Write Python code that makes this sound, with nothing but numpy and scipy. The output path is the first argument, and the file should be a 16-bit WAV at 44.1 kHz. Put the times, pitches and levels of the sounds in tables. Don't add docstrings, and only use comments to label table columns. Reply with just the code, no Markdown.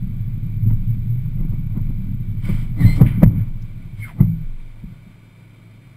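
import sys
import numpy as np
from scipy import signal
from scipy.fft import rfft, irfft
from scipy.io import wavfile
from scipy.ndimage import uniform_filter1d

SR = 44100
rng = np.random.default_rng(int(sys.argv[2]) if len(sys.argv) > 2 else 0)


def to_wav(sig):
    pcm = np.clip(np.atleast_2d(sig), -1, 1) * 32767
    pcm = np.round(pcm).astype(np.int16)
    wavfile.write(sys.argv[1], SR, pcm.T)


N = 262836
T = np.arange(N) / SR


def undb(db):
    return 10 ** (np.asarray(db) / 20)


def unit(x):
    return x / np.sqrt(np.mean(x ** 2))


def walk(rate_hz):
    hz = np.arange(N // 2 + 1) * SR / N
    return unit(irfft(rfft(rng.standard_normal(N)) / (1 + (hz / rate_hz) ** 4), N))


def colour(x, points):
    hz, db = np.transpose(points)
    f = np.arange(N // 2 + 1) * SR / N + 1
    gain = undb(np.interp(np.log(f), np.log(hz), db)) / (1 + (hz[0] / f / 2) ** 4)
    return unit(irfft(rfft(x) * gain, N))


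def grit(spread_db):
    return rng.standard_normal(N) * undb(spread_db * walk(210))


def envelope(s, hold_s, attack_s, release_s, sag_db_per_s=0):
    age = T - s
    sag = undb(-sag_db_per_s * np.clip(age, 0, hold_s))
    return np.exp(np.minimum(age, 0) / attack_s - np.maximum(age - hold_s, 0) / release_s) * sag


def glide(s, hold_s, hz, octaves_per_s):
    return hz * 2 ** (octaves_per_s * np.clip(T - s, 0, 2 * hold_s))


def phase_of(hz):
    return 2 * np.pi * np.cumsum(hz) / SR


# f/Hz, width/Hz, lift/dB
STEEL_RESONANCES = [(580, 180, 6.5), (715, 130, 4), (878, 46, 5.5), (950, 28, 6.5), (1143, 9.9, 3.5),
                    (1160, 40, 3.5), (1466, 55, 7), (1720, 100, 5.5), (1900, 27, 7), (2043, 67, 7),
                    (2256, 68, 7), (3047, 91, 4.5)]

def steel(x):
    ring = sum((undb(db) - 1) * signal.lfilter(*signal.iirpeak(hz, hz / width, fs=SR), x)
               for hz, width, db in STEEL_RESONANCES)
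    return unit(x + ring)


# f/Hz, level/dB
HUM_LINES = [(108.5, -45.5), (133.5, -51.5), (172, -56), (353, -86), (640, -75)]
# f/Hz, relative level/dB
AIR_SPECTRUM = [(20, 17.5), (50, 25), (75, -6), (120, 20), (220, 16), (330, 10.5), (450, -1.5), (800, -7.5),
                (1100, -2.5), (1500, -4.5), (1850, -10), (2330, 2.5), (2700, -9), (3600, -7), (6000, -23),
                (8000, -17), (14000, -38.5)]

def station(air_db=-49.5):
    hum = sum(undb(db + 2 * walk(5)) * np.sqrt(2) * np.sin(phase_of(hz + 1.5 * walk(8)))
              for hz, db in HUM_LINES)
    swell_db = .5 * walk(10)
    return hum + undb(air_db + swell_db) * steel(colour(rng.standard_normal(N), AIR_SPECTRUM))


# t/s, level/dB, f/Hz
BRIGHT_TICKS = [(0.706, -54, 2300), (3.238, -31.5, 1900), (3.625, -57.5, 5570), (4.21, -54.5, 1700)]

def ticks(decay_s=0.0054):
    out = 0
    for s, db, hz in BRIGHT_TICKS:
        noise = colour(grit(spread_db=-0.5), [(hz / 2, -12), (hz, 0), (2 * hz, -25)])
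        out += undb(db) * np.exp(-np.abs(T - s) / decay_s) * noise
    return out


# t/s, level/dB, f/Hz, decay/s
PAD_SCRAPES = [(3.057, -33, 2320, 0.037), (4.077, -37, 2100, 0.023)]

def scrapes(rise_s=0.0093):
    out = 0
    for s, db, hz, decay_s in PAD_SCRAPES:
        age = np.maximum(T - s, 0)
        spectrum = [(hz / 2, -14), (hz, 0), (1.22 * hz, -6), (2 * hz, -28), (4 * hz, -45)]
        rasp = steel(colour(grit(spread_db=3), spectrum))
        out += undb(db) * (1 - np.exp(-age / rise_s)) * np.exp(-age / decay_s) * rasp
    return out


# f/Hz, relative level/dB
HISS_SPECTRUM = [(300, -20.5), (600, -12.5), (800, -19), (1000, -9.5), (1500, -8.5), (1800, -14.5),
                 (2270, -1), (2700, -15), (3100, -9), (4000, -17), (5300, -21), (6100, -34), (8300, -17),
                 (13000, -43)]
# t/s, hold/s, level/dB, sag/(dB/s), treble/dB
BRAKE_BITES = [(2.455, 0.17, -42, 33.5, 0), (2.817, 0.15, -51, -13, 10), (3.08, 0.16, -43.5, 44, -16),
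               (3.375, .04, -51, 4, -25), (3.993, 0.083, -54, 3, 4.5)]

def brakes(split_hz=3000, attack_s=0.022, release_s=0.056):
    hiss = steel(colour(rng.standard_normal(N), HISS_SPECTRUM))
    low = signal.sosfiltfilt(signal.butter(2, split_hz, fs=SR, output="sos"), hiss)
    bites = 0
    for s, hold_s, db, sag_db_per_s, treble_db in BRAKE_BITES:
        grip = undb(db) * envelope(s, hold_s, attack_s, release_s, sag_db_per_s)
        bites += grip * (low + undb(treble_db) * (hiss - low))
    return undb(.5 * walk(20)) * bites


# t/s, hold/s, level/dB, f/Hz, glide/(octaves/s), roughness/0-1, overtone/dB
TYRE_SQUEALS = [(2.806, 0.029, -33.5, 2028, -1.8, 0.46, -15.5),
                (2.867, 0.065, -33.5, 2055, 0.3, 0.27, -8.5), (4.034, 0.0059, -30.5, 2187, -3, 0.42, -35),
                (4.053, 0.054, -44, 1655, -17, .6, -28)]

def squeal(s, hold_s, db, hz, octaves_per_s, rough, octave_db):
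    scatter_hz = 360 * rough ** 2 * walk(400)
    phase = phase_of(glide(s, hold_s, hz, octaves_per_s) + scatter_hz)
    flutter_db = 6 * rough * walk(150)
    tone = np.sin(phase) + undb(octave_db) * np.sin(2 * phase)
    return envelope(s, hold_s, attack_s=0.013, release_s=0.018) * undb(db + flutter_db) * tone


# t/s, hold/s, level/dB, sag/(dB/s), f/Hz, glide/(octaves/s)
TYRE_GROANS = [(0.645, 0.11, -15, 8.5, 107, 0.12), (0.881, .03, -13.5, 0, 111, 0.13),
               (1.066, 0.13, -23, -13, 114.7, 0.78), (3.276, 0.059, -15.5, 36, 110.6, -0.92),
               (3.415, 0.021, -18.5, 3, 106, -0.28), (4.001, 0.029, -29.5, -3.5, 108, -0.14),
               (4.233, 0.196, -18.5, 56.5, 171, -0.716)]

def groan(s, hold_s, db, sag_db_per_s, hz, octaves_per_s):
    phase = phase_of(glide(s, hold_s, hz, octaves_per_s) * (1 + .015 * walk(20)))
    load = envelope(s, hold_s, attack_s=0.021, release_s=0.014, sag_db_per_s=sag_db_per_s)
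    return load * undb(db + 1.5 * walk(25)) * np.sqrt(2) * np.sin(phase)


# t/s, speed/entry speed
SLOWDOWN = [(0, 1), (2.6, 1), (3.55, .45), (4.1, .25), (4.6, .06), (5.2, 0)]

def speed():
    return np.interp(T, *np.transpose(SLOWDOWN))


# t/s, level/dB
CAR_DIPS = [(.72, -16.5), (1.42, -18.5), (1.85, -20), (2.52, -17.5), (2.87, -14), (3.5, -22.5),
            (4.47, -21.5)]

def rocking(sway_hz=22.5, entry_db=-27, rise_s=0.059, settle_s=0.16):
    dip_power = sum((undb(db) * envelope(s, 0, rise_s, settle_s)) ** 2 for s, db in CAR_DIPS)
    power = (undb(entry_db) * speed()) ** 2 + dip_power
    return np.sqrt(2 * power) * np.sin(phase_of(sway_hz + 0.82 * walk(3.5)))


# f/Hz, width/Hz, relative level/dB
SHELL_MODES = [(57, 4, -18.5), (107.33, 3.6, 9.5), (122.3, 19.3, 8.5), (152.3, 17, -3.5), (160, 24, -3),
               (184.7, 15.2, -1), (223, 10, -18.5), (249.5, 7.5, -13), (337.6, 27, -17)]

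def shell(force, damp_hz=340, node_hz=72.6, node_width_hz=48):
    t = T[:SR // 2]
    ring = sum(undb(db) * width * np.exp(-np.pi * width * t) * np.sin(2 * np.pi * hz * t)
               for hz, width, db in SHELL_MODES)
    ring = signal.lfilter(*signal.iirnotch(node_hz, node_hz / node_width_hz, fs=SR), ring)
    ring = signal.sosfilt(signal.butter(4, [32, damp_hz], "band", fs=SR, output="sos"), ring)
    return signal.fftconvolve(force, ring / np.abs(ring).max())[:N]


# f/Hz, relative level/dB
CLATTER_SPECTRUM = [(150, 8.5), (290, 18.5), (385, -4), (470, -4.5), (570, -6), (710, -9.5), (880, -8.5),
                    (1300, -10), (1700, -27.5), (2100, -12.5), (2700, -39.5), (4000, -43.5), (7000, -44),
                    (14000, -58.5)]

def clatter(spread_db):
    return steel(colour(grit(spread_db), CLATTER_SPECTRUM))


# offset from the main blow/bounces, relative level/dB
CLUNK_CONTACTS = [(-0.94, -6), (0, -1), (0.95, -7.5)]
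# t/s, thump level/dB, bounce gap/ms, relative clatter level/dB, decay/ms
CLUNK_BLOWS = [(0.666, -10.5, 9.6, -54.5, 15), (0.71, -17, 4.7, -43.5, 11), (1.408, -13, 6.4, -48, 28),
               (1.448, -19.5, 6.1, -52.5, 6.5), (1.534, -18, 5.3, -47.5, 15),
               (1.773, -12.5, 5.4, -43.5, 24), (1.902, -16.5, 9.3, -53, 18), (2.495, -8, 5.6, -34, 14),
               (2.812, -3, 7.2, -36, 25), (2.846, 1, 11.7, -61, 10), (2.886, -8.5, 7.2, -37.5, 22),
               (3.014, 2.5, 6.5, -29, 27.4), (3.057, -4, 7.3, -67, 10), (3.178, -10, 5.1, -64, 8.6),
               (3.231, 6, 5.03, -21, 8), (4.208, 0, 6.3, -34, 17), (4.84, -20, 4.85, -72, 8),
               (4.922, -30.5, 6.7, -77, 7.3), (5.069, -33, 5.2, -70, 8)]

def clunks(contact_share=0.31, tail_db=-23, tail_s=0.13):
    force, chatter = np.zeros(N), np.zeros(N)
    for s, thump_db, bounce_ms, clatter_db, decay_ms in CLUNK_BLOWS:
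        age_ms = (T - s) * 1000
        for offset, db in CLUNK_CONTACTS:
            push = np.cos(np.pi * np.clip((age_ms / bounce_ms - offset) / contact_share, -.5, .5)) ** 2
            force += undb(thump_db + db) * push / push.sum()
        burst = np.exp(-np.abs(age_ms) / decay_ms)
        tail = undb(tail_db) * (age_ms > 0) * np.exp(-np.abs(T - s) / tail_s)
        chatter += undb(clatter_db) * (burst + tail)
    return shell(force) + 2.6 * chatter * clatter(spread_db=-2)


def rolling(entry_db=-24.5, tread_hz=170, clatter_db=-44, shudder_db=-13):
    shudder_power = sum((undb(shudder_db + thump_db) * envelope(s, 0, attack_s=.012, release_s=.091)) ** 2
                        for s, thump_db, *_ in CLUNK_BLOWS)
    shaking = np.sqrt((undb(entry_db) * speed()) ** 2 + shudder_power)
    bumps = grit(spread_db=4)
    rumble = shell(signal.sosfilt(signal.butter(2, tread_hz, fs=SR, output="sos"), bumps))
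    rumble /= np.sqrt(uniform_filter1d(rumble ** 2, size=6000))
    return shaking * (rumble + undb(clatter_db) * clatter(spread_db=3))


def scene():
    sound = rolling() + rocking() + clunks() + brakes() + scrapes() + ticks() + station()
    sound += sum(groan(*row) for row in TYRE_GROANS)
    sound += sum(squeal(*row) for row in TYRE_SQUEALS)
    return np.array([sound, sound])


def gain_control(x, limit_db=2.5, attack_s=.025, recover_db_per_s=55):
    over_db = np.maximum(20 * np.log10(np.abs(x).max(axis=0) + 1e-9) - limit_db, 0)
    held_db = np.maximum.accumulate(over_db + recover_db_per_s * T) - recover_db_per_s * T
    step = 1 / (attack_s * SR)
    return x * undb(-signal.lfilter([step], [1, step - 1], held_db))


def record(dry, wobble_hz=12000, wobble_samples=1.33, lag_samples=0.7, top_hz=14900):
    x = np.clip(gain_control(dry), -1, 1)
    wobble = np.cos(2 * np.pi * wobble_hz * T + np.array([[0], [np.pi / 2]]))
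    shift = wobble_samples * wobble + lag_samples * np.array([[-.5], [.5]])
    x = x + shift * np.gradient(x, axis=1)
    return signal.sosfilt(signal.ellip(8, .2, 70, top_hz, fs=SR, output="sos"), x)


dry = scene()
out = record(dry)
to_wav(out)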